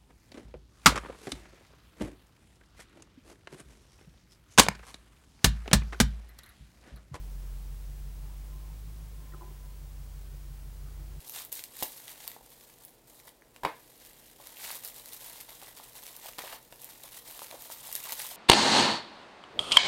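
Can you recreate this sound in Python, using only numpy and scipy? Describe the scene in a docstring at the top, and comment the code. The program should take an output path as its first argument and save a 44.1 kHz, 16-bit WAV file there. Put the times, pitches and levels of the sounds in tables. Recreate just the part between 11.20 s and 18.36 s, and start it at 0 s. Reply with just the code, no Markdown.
"""Bubble wrap, close up: hands open a small parcel in a quiet room.
Sliding film fizzes, folds crinkle and snap, and air cells give soft hollow bumps under the fingers.
Scissors snip through the wrap and are put down with a clack that rings the wooden table;
fingers then work a plastic sleeve out. Short reflections, dull air and a faint hum sit behind it."""
import sys
import numpy as np
from scipy import signal
from scipy.fft import rfft, irfft
from scipy.io import wavfile
from scipy.ndimage import uniform_filter1d, map_coordinates

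SR = 44100
rng = np.random.default_rng(int(sys.argv[2]) if len(sys.argv) > 2 else 0)


def master(y):
    """Save y as 16-bit WAV."""
    cut = np.clip(np.atleast_2d(y).T, -1, 1)
    pcm = np.round(cut * 32767)  # scale
    wavfile.write(sys.argv[1], SR, pcm.astype(np.int16))


N = 315756
TIME = np.arange(N) / SR


def amp(db):
    """Decibels to gain."""
    return 10 ** (np.asarray(db) / 20)


def unit(x):
    """Scales to energy 1."""
    return x / np.sqrt(np.sum(x ** 2) + 1e-20)


def curve_at(points, hz):
    """Joins (frequency, value) points on a log-frequency axis."""
    point_hz, value = np.transpose(points)
    return np.interp(np.log(hz + 1), np.log(point_hz + 1), value)


def add(mix, start, sound):
    """Lays a sound into the mix at a start time in seconds."""
    part = mix[max(round(start * SR), 0):][:len(sound)]
    part += sound[:len(part)]


def colour(x, eq, tilt_db=0, size=1024):
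    """Minimum-phase EQ, with an extra tilt per octave above 1500 Hz."""
    hz = abs(np.fft.fftfreq(size, 1 / SR))
    log_gain = np.log(amp(curve_at(eq, hz) + tilt_db * np.log2(np.maximum(hz / 1500, 1))))
    impulse = np.fft.ifft(np.exp(np.conj(signal.hilbert(log_gain)))).real
    return signal.fftconvolve(x, impulse)


def swell(t, rise):
    """Smooth envelope that peaks at the rise time and dies away."""
    u = t / rise
    return u ** 2 * np.exp(2 * (1 - u))


def wander(per_s):
    """Smooth random curve through per_s normal draws a second."""
    knots = rng.standard_normal(2048)
    return map_coordinates(knots, [TIME * per_s], order=3, mode="wrap")


def triggers(gain, per_s):
    """Random hits that follow an envelope: (time [s], envelope level [dB], two normal draws)."""
    at = np.flatnonzero(rng.random(N) < per_s / SR)
    return np.c_[TIME[at], 20 * np.log10(gain[at]), rng.standard_normal((N, 2))[at]]


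# Crackle bed of the wrap creeping in the holding hand: (time [s], level [dB])
GRIP_BED = [(0.0, -57), (0.28, -66), (0.5, -58), (0.85, -54.5), (1.25, -62.5), (1.68, -64.5), (1.82, -70),
            (2.3, -72.5), (2.6, -62.5), (3.15, -63.5), (3.6, -54), (4.54, -58), (4.9, -55), (5.15, -59),
            (5.48, -63), (6.0, -57.5), (6.8, -51), (7.16, -48.5)]
# Finger strokes: (time [s], length [s], attack [s], slide level before sag [dB],
# bend [dB re slide], press [dB re slide])
FINGER_STROKES = [(0.056, 0.071, .008, -47, -25, -12), (0.116, 0.1, 0.049, -41, -6.5, -12.5),
                  (0.316, 0.09, 0.0052, -44, -11.5, -18), (0.528, 0.13, 0.067, -42.5, -10, -18),
                  (0.676, 0.11, .03, -49, -13, -24), (0.867, 0.27, .012, -54, -5, -8.5),
                  (1.294, 0.24, .02, -58.5, -9, -13), (1.605, 0.045, .015, -60, -7.5, -9),
                  (1.859, 0.15, 0.022, -59, -11.5, -10.5), (2.022, 0.053, .04, -53, -11, -8),
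                  (2.32, 0.038, 0.049, -61, -6, -1), (2.78, 0.35, 0.0086, -59.5, -4.5, -18),
                  (3.172, 0.28, 0.043, -57, -4.5, -6.5), (3.339, 0.18, 0.15, -40.5, -5, -10),
                  (3.526, 0.042, .02, -47, -10, -12), (3.619, 0.06, 0.032, -44, -11, -12.5),
                  (3.744, 0.069, .03, -48.5, -11, -12), (3.84, 0.065, 0.024, -54.5, -14, -12),
                  (3.909, 0.028, .018, -42.5, -9.5, -15), (3.984, 0.11, .035, -48.5, -8, -8.5),
                  (4.114, 0.11, 0.018, -53, -4, -7.5), (4.274, 0.028, .015, -53, -1, -3),
                  (4.376, 0.13, .04, -54.5, -4, -4), (4.551, 0.074, 0.022, -53, -4.5, -8),
                  (4.724, 0.25, .03, -52.5, -8, -8.5), (5.022, 0.063, 0.026, -47.5, -2.5, -4.5),
                  (5.176, 0.17, .006, -48, 0.5, -1), (5.591, 0.16, 0.036, -51.5, -6.5, -8.5),
                  (5.824, 0.035, 0.012, -51, -6, -3.5), (5.903, 0.073, 0.033, -47, -7, -11.5),
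                  (6.033, 0.21, 0.034, -49, -8.5, -8.5), (6.29, 0.041, .015, -57, -1, 2),
                  (6.39, 0.062, 0.021, -47, -8.5, -7), (6.502, 0.035, .015, -44, -9, -15),
                  (6.6, 0.2, 0.066, -47, -8, -9.5), (6.82, 0.11, 0.037, -42, -5, -8),
                  (6.952, 0.12, 0.031, -40.5, -7.5, -13.5), (7.094, 0.036, .012, -46.5, -5, -8)]


def handling(release_s=0.027, sag_db=2):
    """Slide, bend and press envelopes: each stroke takes hold, eases and lets go over the grip bed."""
    grip = amp(np.interp(TIME, *np.transpose(GRIP_BED)))
    power = (grip * amp([[0], [-7.5], [-11.5]])) ** 2  # slide, bend, press
    t = TIME[:SR]
    for start, length, rise, db, bend_db, press_db in FINGER_STROKES:
        attack = np.minimum(t / rise, 1)
        release = np.exp(-np.maximum(t - length, 0) / release_s)
        push = amp(db - sag_db * (t / length + 0.5)) * attack * release
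        for layer, gain in zip(power, (1, amp(bend_db), amp(press_db))):
            add(layer, start, (gain * push) ** 2)
    return np.sqrt(power)


def slips(eq, per_s, decay_s, spread_db=2.8, facets=7):
    """Grain cloud of tiny slips in the film, mostly weak and a few strong, levelled to steady power."""
    strength = amp(spread_db * np.minimum(rng.exponential(1, N), 4.5))
    hits = strength * (rng.random(N) < per_s / SR)
    facet, out = rng.integers(0, facets, N), np.zeros(N)
    hz, db = np.transpose(eq)
    for k in range(facets):
        power = signal.lfilter([1], [1, -np.exp(-2 / (decay_s * SR))], (hits * (facet == k)) ** 2 + 1e-12)
        # each facet of the film radiates best in its own part of the spectrum
        facet_db = 5 * np.cos(2 * np.pi * (k / facets + np.arange(len(hz)) / 4))
        out += colour(np.sqrt(power) * rng.standard_normal(N), np.c_[hz, db + facet_db])[:N]
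    mean_power = uniform_filter1d(uniform_filter1d(out ** 2, size=1500), size=1500)
    return out / np.sqrt(abs(mean_power) + 1e-12)


# EQs of bright sliding film, midrange folds and hollow rubbed cells: (frequency [Hz], gain [dB])
FIZZ_EQ = [(1500, -38), (3800, 0), (5500, -2), (7000, 0), (8500, 2.5), (10500, 1), (13000, 4), (15000, 0.5),
           (16500, -7)]
FOLD_EQ = [(700, -42), (1400, -2), (1900, 2.5), (2600, 0), (3300, 2), (4400, -2), (6000, -6.5),
           (10000, -23.5)]
CELL_EQ = [(100, -37.5), (300, -13.5), (500, 2.5), (700, 4), (900, 7.5), (1200, 2.5), (1450, -8.5),
           (2500, -15)]


def film_rustle(slide, bend, press):
    """Film sliding on film fizzes; bending folds crinkle lower; pressed cells rub with a hollow tone."""
    # the sheets catch and let go, so the slips come in clumps
    clumps = amp(2.02 * wander(per_s=130) + 1.29 * wander(per_s=45))
    fizz = slips(FIZZ_EQ, per_s=2800, decay_s=.001)
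    folds = slips(FOLD_EQ, per_s=1300, decay_s=.0012)
    cells = slips(CELL_EQ, per_s=600, decay_s=.0012)
    return clumps * (slide * fizz + bend * folds + press * cells)


# EQ of the room's air: (frequency [Hz], gain [dB])
AIR_EQ = [(15, -26), (31, 4), (39, 6), (80, -8), (130, 0.5), (200, -6), (350, -2.5), (500, -1.5), (800, -6),
          (1300, -15), (3000, -18.5), (15000, -23.5)]
# Steady hum in the room: (frequency [Hz], rms level [dB])
HUM_TONES = [(120, -78), (240, -76.5), (303, -77.5), (480, -76.5)]


def room_tone():
    """A bed of dull air and faint hum."""
    hz = np.fft.rfftfreq(N, 1 / SR)
    spectrum = rfft(rng.standard_normal(N)) * amp(curve_at(AIR_EQ, hz))
    air = unit(irfft(spectrum, N)) * np.sqrt(N)
    hum = sum(amp(db) * np.sqrt(2) * np.sin(2 * np.pi * (f * TIME + rng.random())) for f, db in HUM_TONES)
    return amp(-63) * air + hum


# Featured snaps of film buckling or being cut:
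# (time [s], rms level over 3 ms [dB], tilt [dB/octave], nominal length [s])
SNAP_CUES = [(0.096, -36.5, 4.5, 0.00087), (0.2496, -38.5, 13, 0.0005), (0.3255, -29.5, 6.5, 0.0022),
             (0.392, -39, -2, 0.0025), (0.4387, -34.5, 4, 0.00057), (0.625, -32.5, -2, 0.0014),
             (0.6273, -24.5, 3.5, 0.0059), (0.8803, -41, -2.5, 0.0007), (1.077, -31.5, 2.5, 0.0013),
             (1.65, -41, 13, 0.0005), (2.0813, -50.5, -2, 0.0015), (2.0905, -50, 2, 0.0017),
             (2.3621, -48.5, -2.5, 0.001), (3.271, -40.5, 0, 0.00066), (3.504, -40.5, -6, 0.00079),
             (3.5537, -40, 7, 0.00067), (3.6488, -35, 4, 0.00046), (3.9334, -41, 2, 0.0013),
             (4.21, -41, 4, 0.00063), (4.866, -41.5, 0, 0.00093), (4.965, -40, 7, 0.0007),
             (5.06, -41, 4, 0.0013), (5.1845, -36.5, -6, 0.00077), (5.19, -37.5, -4.5, 0.0017),
             (5.524, -44.5, -6, 0.0017), (5.618, -44, 2, 0.0007), (5.644, -38, 7, 0.001),
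             (5.836, -42.5, 1.5, 0.00074), (6.1925, -41.5, -2.5, 0.00052), (6.2188, -47, 2, 0.001),
             (6.311, -40.5, -4, 0.0017), (6.728, -32.5, 8, 0.00051), (6.7522, -26.5, 3.5, 0.0013),
             (6.762, -36, 0, 0.00077), (6.8385, -36, 7.5, 0.00065), (6.8532, -41, -3, 0.0013),
             (6.8945, -39.5, -4, 0.00073), (6.9218, -29.5, 4, 0.00085), (6.9271, -36.5, 0, 0.00076),
             (7.0176, -36.5, 0.5, 0.00089)]
# EQ of a snap: (frequency [Hz], gain [dB])
SNAP_EQ = [(200, -9), (800, -3), (1450, -6), (2000, 3.5), (4000, 2), (6000, 1), (9000, 1.5), (14000, 4.5),
           (16500, -10.5)]


def film_snaps(slide, bend, over_db=5, spread_db=2.4, tilt_spread=2.4, length_s=0.00087):
    """A fold flips over in about a millisecond and leaves the sheet around it shivering."""
    out, t, noise = np.zeros(N), TIME[:1500], rng.choice([-1, 1], N + SR)
    tilts = -0.5 - 0.34 * 20 * np.log10(bend / slide)  # deep bending makes duller snaps
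    fill = [(start, db + over_db + spread_db * accent,
             tilts[round(start * SR)] + tilt_spread * brightness, length_s)
            for start, db, accent, brightness in triggers(slide, per_s=18)]
    for start, db, tilt_db, length in SNAP_CUES + fill:
        flip = signal.windows.tukey(round(1.7 * length * SR), .6)
        envelope = amp(-14) * np.exp(-t / .007)  # the shivering tail
        add(envelope, 0, flip)
        burst = unit(colour(envelope * noise[round(start * SR):][:len(t)], SNAP_EQ, tilt_db))
        add(out, start, amp(db) * np.sqrt(.003 * SR) * burst)
    return out


# Featured nudges of air cells by finger or blade: (time [s], level [dB], pitch [Hz], nominal attack [s])
BUMP_CUES = [(0.326, -42.5, 540, 0.001), (0.6247, -22.5, 530, 0.00095), (0.6325, -33.5, 540, 0.002),
             (1.0802, -44, 890, 0.0013), (1.1643, -38.5, 710, 0.00087), (1.209, -46, 720, 0.00093),
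             (2.0779, -40.5, 1400, 0.0006), (2.2211, -48, 1790, 0.00077), (2.3619, -47, 1000, 0.00073),
             (3.2001, -42, 830, 0.0015), (3.5045, -39.5, 940, 0.0011), (4.426, -39.5, 800, 0.0011),
             (4.5983, -38.5, 940, 0.0014), (5.0575, -35.5, 790, 0.0008), (5.184, -37, 1030, 0.001),
             (5.189, -33.5, 1110, 0.00089), (5.3289, -34, 895, 0.00091), (5.5253, -40, 770, 0.0014),
             (6.1922, -38.5, 940, 0.001), (6.2187, -34, 870, 0.0011), (6.3269, -35.5, 750, 0.0013),
             (6.341, -38.5, 520, 0.0033), (6.349, -42, 740, 0.0031), (6.5001, -35, 880, 0.00072),
             (6.6897, -43, 750, 0.0026), (6.8679, -39.5, 1070, 0.0044), (6.9205, -37, 870, 0.001),
             (7.1162, -42, 690, 0.002)]


def cell_bumps(press, over_db=12.5, spread_db=2, cell_hz=830, spread_octaves=.22, rise_s=0.00073):
    """The air in a cell rings for a few cycles, under a finger scuff coloured by the same cell."""
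    out, t, noise = np.zeros(N), TIME[:2000], rng.standard_normal(N + SR)
    fill = [(start, db + over_db + spread_db * accent, cell_hz * 2 ** (spread_octaves * detune), rise_s)
            for start, db, accent, detune in triggers(press, per_s=8)]
    for start, db, hz, rise in BUMP_CUES + fill:
        ring = swell(t, .7 * rise) * np.sin(2 * np.pi * hz * t)
        gain = amp(db) * (.001 / rise) ** .15  # a slow push rings the cell less
        rub = swell(t, 1.5 * rise) * noise[round(start * SR):][:len(t)]
        tuned_eq = np.multiply(CELL_EQ, [hz / cell_hz, 1])
        scuff = unit(colour(rub, tuned_eq)[:len(t)]) * np.linalg.norm(ring)
        add(out, start, gain * (ring + .8 * scuff))
    return out


# The scissors touch the table, then land: (time [s], force [dB], low-pass cutoff [Hz])
SCISSOR_HITS = [(2.4336, -17.5, 12000), (2.4348, -17.5, 9000), (2.4397, -13, 450), (2.4494, -2, 4540),
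                (2.4606, -18.5, 3000)]
# Ring of the table with the scissors on it: (frequency [Hz], level [dB], 60 dB decay [s])
TABLE_MODES = [(93, -40, 0.031), (163, -31.5, 0.062), (243, -52, 0.2), (309.4, -36, 0.17),
               (451, -25, 0.043), (470, -38, 0.26), (526, -42, 0.21), (669, -36.5, 0.17), (850, -40, .17),
               (930, -41, 0.2), (943, -7.5, 0.013), (1033, -40, .17), (1200, -43, 0.18), (1560, -43, 0.22),
               (1670, -49, .17), (2130, -22.5, 0.021), (2256, -50, .19), (2520, -41, 0.15),
               (2930, -27, 0.018), (3250, -46, .15), (3780, -26.5, 0.015)]
# EQ of the clack: (frequency [Hz], gain [dB])
CLACK_EQ = [(50, -13), (200, -3.5), (450, 1.5), (700, 5.5), (950, -7), (1350, -5), (1650, 4.5),
            (2400, -4.5), (4000, -7), (6500, -14), (15000, -8.5)]


def scissors_on_table():
    """Each contact gives a short clack of metal on wood and rings the table, dulled by its own low-pass cutoff."""
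    out, t = np.zeros(N), TIME[:SR // 2]
    ring = sum(amp(db - 60 * t / t60) * np.cos(2 * np.pi * hz * t) for hz, db, t60 in TABLE_MODES)
    attack = 1 - np.exp(-t / .0004)
    for start, db, cutoff_hz in SCISSOR_HITS:
        chatter = rng.standard_normal(len(t)) * (np.exp(-t / 0.0036) + amp(-19) * np.exp(-t / 0.055))
        clack = amp(.5) * unit(colour(chatter, CLACK_EQ)[:len(t)])
        hit = signal.lfilter(*signal.butter(1, cutoff_hz, fs=SR), attack * (ring + clack))
        add(out, start, amp(db) * hit)
    return out


# Reverb time of the small room: (frequency [Hz], 60 dB decay [s])
ROOM_DECAY = [(100, 0.065), (500, 0.21), (1500, 0.24), (4000, 0.19), (9000, 0.15), (16000, 0.26)]


def reflections(send, patterns=3, predelay_s=.003, crossfade_hz=5):
    """Dense reflections from the table top and near walls; their pattern shifts as the hands move."""
    t, out = TIME[:SR // 2], np.zeros(N)
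    for k in range(patterns):
        taps = rng.standard_normal(len(t)) * (rng.random(len(t)) < .15) * (t > predelay_s)
        hz, age, spectra = signal.stft(taps, SR, nperseg=256)
        decay = amp(-60 * age / curve_at(ROOM_DECAY, hz)[:, None])
        tail = signal.istft(spectra * decay, SR, nperseg=256)[1]
        share = np.sqrt(2 / patterns) * np.cos(np.pi * (2 * crossfade_hz * TIME + k / patterns))
        out += signal.oaconvolve(send * share, unit(tail))[:N]
    return out


def scene():
    """Mono mix: wrap and scissors up front, a small room behind."""
    slide, bend, press = handling()
    rustle = film_rustle(slide, bend, press)
    accents = film_snaps(slide, bend) + cell_bumps(press)
    knock = scissors_on_table()
    wet = reflections(amp(-7) * rustle + amp(-6.5) * accents + amp(-5.5) * knock)
    return (rustle + accents + knock + wet + room_tone())[None]


def record(dry):
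    """A steep low-pass trims the very top of the mix."""
    lowpass = signal.firwin(301, cutoff=16050, window=("kaiser", 8), fs=SR)
    return signal.oaconvolve(dry, lowpass[None], "same")


dry = scene()
out = record(dry)
master(out)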